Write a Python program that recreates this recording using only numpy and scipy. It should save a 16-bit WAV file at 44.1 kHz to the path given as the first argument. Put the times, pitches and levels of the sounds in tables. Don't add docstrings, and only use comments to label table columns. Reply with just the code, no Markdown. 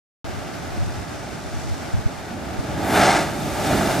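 import sys
import numpy as np
from scipy import signal
from scipy.fft import rfft, irfft
from scipy.io import wavfile

SR = 44100
rng = np.random.default_rng(int(sys.argv[2]) if len(sys.argv) > 2 else 0)


def pcm_store(signal):
    levels = np.round(np.clip(np.atleast_2d(signal), -1, 1) * 32767)
    wavfile.write(sys.argv[1], SR, levels.astype(np.int16).T)


N = 176400
TIME = np.arange(N) / SR
FREQ = np.maximum(np.arange(N // 2 + 1) * SR / N, 1)
OPPOSED = np.array([[1], [-1]])


def from_db(db):
    return 10 ** (np.asarray(db) / 20)


def rms_one(x):
    return x / np.sqrt(np.mean(x ** 2) + 1e-20)


def in_time(rows):
    return np.interp(TIME, *np.transpose(rows))


def over_hz(points):
    hz, value = np.transpose(points)
    return np.interp(np.log(FREQ), np.log(hz), value)


def tint(x, db):
    return irfft(rfft(x) * from_db(db), N)


def drift(rate_hz):
    noise = rfft(rng.standard_normal(N))
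    return rms_one(irfft(noise / (1 + (FREQ / rate_hz) ** 2), N))


def turbulence(rough_db, rate_hz):
    return rng.standard_normal((2, N)) * from_db(rough_db * drift(rate_hz))


def stereo(pair, colour, width):
    mid = tint(pair[0], over_hz(colour))
    side = tint(pair[1], over_hz(colour) + over_hz(width))
    return (mid + OPPOSED * side) / np.std(mid)


# pitch_hz, relative_db per Hz
SURF_COLOUR = [(18, -40), (30, -5.5), (92, 4.5), (129, 3), (176, 0.5), (211, 1), (274, 1.5), (524, -5.5),
               (698, -6), (953, -9), (1440, -7), (3070, -18), (5880, -23.5), (12800, -37.5), (15000, -43)]
# pitch_hz, side_minus_mid_db
SURF_WIDTH = [(60, -1), (200, -2.5), (700, 1), (1500, -3.5), (4000, -5.5), (8000, 0.5), (13000, 9.5)]
# time_s, level_db
SURF_LEVEL = [(.25, -41.5), (.55, -42), (.7, -41.5), (.95, -42.5), (1.25, -43), (1.55, -45), (1.78, -41.5),
              (2.05, -44), (2.28, -43.5), (2.7, -41.5)]
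SURF_BODY_DB = 7


def surf():
    wash = stereo(turbulence(rough_db=1.0, rate_hz=16), SURF_COLOUR, SURF_WIDTH)
    return wash * from_db(in_time(SURF_LEVEL) + SURF_BODY_DB)


# pitch_hz, relative_db per Hz
FOAM_COLOUR = [(1000, -25), (3000, -4), (5500, 1), (8000, -5.5), (11000, -16), (15500, -34)]
# time_s, level_db
FOAM_LEVEL = [(.25, -49.5), (.9, -48), (1.4, -48), (1.6, -44.5), (1.78, -47), (2.1, -49), (2.4, -52.5),
              (2.65, -48)]


def foam():
    fizz = stereo(turbulence(rough_db=1.3, rate_hz=90), FOAM_COLOUR, SURF_WIDTH)
    return fizz * from_db(in_time(FOAM_LEVEL) - 0.5)


# pitch_hz, relative_db per Hz
WIND_COLOUR = [(20, -9), (45, -11), (85, 4.5), (130, -7), (200, -16), (350, -40), (1000, -69), (6000, -100)]
# centre_s, half_length_s (one standard deviation), opposed_db between the sides, shared_db by both
GUSTS = [(.34, 0.086, -34, -51), (0.765, 0.085, -31.5, -35), (0.847, 0.032, -20, -39),
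         (.985, .03, -38, -31), (1.46, 0.011, -32, -53), (1.555, 0.025, -25, -52), (1.693, 0.035, -22, -41),
         (1.949, 0.0059, -7, -27.5), (1.981, 0.016, -17, -26.5), (2.066, 0.0052, -12, -26),
         (2.592, 0.0073, -17, -31.5), (2.743, 0.019, -31, -45), (3.49, 0.083, -39, -47)]
BREEZE_DB = -50


def wind():
    opposed, shared = rms_one(tint(rng.standard_normal((2, N)), over_hz(WIND_COLOUR)))
    out = from_db(BREEZE_DB) * OPPOSED * opposed
    for centre_s, half_s, opposed_db, shared_db in GUSTS:
        gust = np.exp(-np.minimum(0.5 * ((TIME - centre_s) / half_s) ** 2, 20))
        push = from_db(opposed_db) * OPPOSED * opposed + from_db(shared_db) * shared
        out = out + gust * push
    return out


# pitch_hz, relative_db per Hz
SWELL_COLOUR = [(25, -39), (55, -6.5), (100, -2), (190, -0.5), (300, -2.5), (450, -10), (900, -10),
                (3000, -63)]
# pitch_hz, side_minus_mid_db
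SWELL_WIDTH = [(60, -37), (200, -24), (400, -13.5)]
# time_s, level_db
SWELL_LEVEL = [(2.15, -41.5), (2.4, -33), (2.7, -31.5), (2.85, -25), (2.98, -27), (3.15, -28.5),
               (3.35, -29.5), (3.55, -29.5), (3.73, -21), (4, -25)]


def swell():
    rumble = stereo(turbulence(rough_db=0.55, rate_hz=33), SWELL_COLOUR, SWELL_WIDTH)
    return rumble * from_db(in_time(SWELL_LEVEL))


# pitch_hz, relative_db per Hz
AIR_COLOUR = [(1500, -22), (5000, -6), (9000, 2), (12500, 5), (15500, -2)]
# pitch_hz, side_minus_mid_db
JET_WIDTH = [(100, -23), (400, -17), (700, -19), (2000, -19), (5000, -27), (10000, -46), (15000, -22)]
# time_s, level_db
AIR_FLOW = [(2.7, -80), (2.81, -52), (2.89, -39.5), (2.96, -36.5), (3.04, -45), (3.25, -80)]


def air_hiss():
    air = stereo(turbulence(rough_db=1.0, rate_hz=80), AIR_COLOUR, JET_WIDTH)
    return air * from_db(in_time(AIR_FLOW))


# pitch_hz, relative_db per Hz
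ROAR_COLOUR = [(60, -27), (180, -9), (320, -6.5), (750, 1), (1400, -3.5), (2800, -18), (5500, -25),
               (8800, -28), (11800, -35), (15500, -48)]
# time_s, level_db
FORCE = [(2.6, -36.5), (2.78, -30), (2.88, -23), (2.97, -13), (3.08, -13.5), (3.18, -17), (3.27, -27),
         (3.36, -31.5), (3.5, -29.5), (3.63, -24.5), (3.73, -20), (3.78, -21.5), (3.9, -21.5), (4, -24)]


def jet_roar():
    roar = stereo(turbulence(rough_db=1.0, rate_hz=140), ROAR_COLOUR, JET_WIDTH)
    return roar * from_db(in_time(FORCE))


DROPS_PER_S, DROP_SHARE = 700, 0.28


def drops():
    size_db = 2.0 * np.minimum(rng.exponential(1, (2, N)), 4)
    clicks = from_db(size_db) * rng.choice([-1, 1], (2, N))
    return rms_one(clicks * (rng.random((2, N)) < DROPS_PER_S / SR))


# pitch_hz, relative_db per Hz
SPATTER_COLOUR = [(800, -1.5), (2000, 8.5), (3200, -7), (5400, -0.5), (7500, -5.5), (9500, -10),
                  (11500, -31), (15500, -37)]
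# time_s, level_db
SPATTER_LEVEL = [(2.75, -80), (2.89, -55), (2.98, -27.5), (3.08, -23.5), (3.2, -27.5), (3.29, -43),
                 (3.45, -80)]


def spatter():
    patter = turbulence(rough_db=2.6, rate_hz=120) + DROP_SHARE * drops()
    return stereo(patter, SPATTER_COLOUR, JET_WIDTH) * from_db(in_time(SPATTER_LEVEL))


# start_s, level_db
SLAPS = [(2.999, -16), (3.028, -11), (3.067, -15), (3.733, -9)]
# pitch_hz, level_db against the slap, t60_s
VENT_MODES = [(330, -7.5, 0.053), (716, -1.5, 0.017), (1400, -6, 0.0076)]


def slaps():
    out = np.zeros(N)
    for start_s, slap_db in SLAPS:
        age = np.maximum(TIME - start_s, 0)
        for hz, mode_db, t60 in VENT_MODES:
            decay = np.exp(-np.minimum(np.log(1000) * age / t60, 20))
            out += from_db(slap_db + mode_db) * decay * np.sin(2 * np.pi * hz * age)
    return out


def burst(full_s, rise, hold_s, fall, db):
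    early = np.maximum(full_s - TIME, 0)
    late = np.maximum(TIME - full_s - hold_s, 0)
    return from_db(db - rise * early - fall * late)


# pitch_hz, relative_db per Hz
SPRAY_COLOUR = [(150, -6), (350, 12.5), (900, 6), (2000, -2), (3200, -2), (6000, -3), (10000, -7.5),
                (13000, -10.5), (15500, -16)]
# pitch_hz, side_minus_mid_db
SPRAY_WIDTH = [(300, -8), (1500, -9), (4000, -8), (8000, -7), (13000, -1)]
# full_s, rise_db_per_s, hold_s, fall_db_per_s, level_db
SPRAYS = [(3.018, 66, 0.15, 38, -49.5), (3.736, 20.5, 0.22, 22, -29.5)]


def spray():
    mist = turbulence(rough_db=1.0, rate_hz=16) + DROP_SHARE * drops()
    return stereo(mist, SPRAY_COLOUR, SPRAY_WIDTH) * sum(burst(*cloud) for cloud in SPRAYS)


# pitch_hz, width_hz, gain_db
ROCK_COLOUR = [(323, 25.4, 4), (402, 19, 1.5), (497, 39, -8), (572, 16.4, 2), (770, 56, -1), (888, 30, 3),
               (1016, 98, -11), (1366, 135, -5.5), (1570, 35, -1), (1850, 50, -6), (2070, 45, -3.5),
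               (2410, 29, 4), (3630, 88, 4)]
LEDGE_ECHO_S, LEDGE_ECHO_DB = 0.00142, -16.5


def off_rocks(pair, share):
    left, right = pair
    mid, side = (left + right) / 2, (left - right) / 2
    rocks_db = sum(db * np.exp(-0.5 * ((FREQ - hz) / width) ** 2) for hz, width, db in ROCK_COLOUR)
    echo = 1 + share * from_db(LEDGE_ECHO_DB) * np.exp(-2j * np.pi * FREQ * LEDGE_ECHO_S)
    return irfft(rfft(mid) * from_db(share * rocks_db) * echo, N) + OPPOSED * side


# pitch_hz, left_minus_right_db
BALANCE_DB = [(60, -0.5), (130, -2.0), (290, -3.5), (640, -0.5), (1410, 0.0), (3100, 1), (6820, 0.0),
              (15000, -0.5)]
LEFT_LEAD_S = 0.000012
SURF_ROCK_SHARE = 0.2
VENT_ROCK_SHARE = 0.86


def scene():
    far = surf() + foam()
    near = swell() + air_hiss() + jet_roar() + slaps() + spatter() + spray()
    sea = off_rocks(far, SURF_ROCK_SHARE) + off_rocks(near, VENT_ROCK_SHARE)
    sea = irfft(rfft(sea) * np.exp(1j * np.pi * FREQ * LEFT_LEAD_S * OPPOSED), N)
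    return tint(sea, OPPOSED * over_hz(BALANCE_DB) / 2) + wind()


START_S, CUTOFF_HZ = 0.2443, 15550


def record(dry):
    low_pass = signal.ellip(12, 0.1, 80, CUTOFF_HZ, fs=SR, output="sos")
    return signal.sosfilt(low_pass, dry * (TIME >= START_S) + 1e-18)


dry = scene()
out = record(dry)
pcm_store(out)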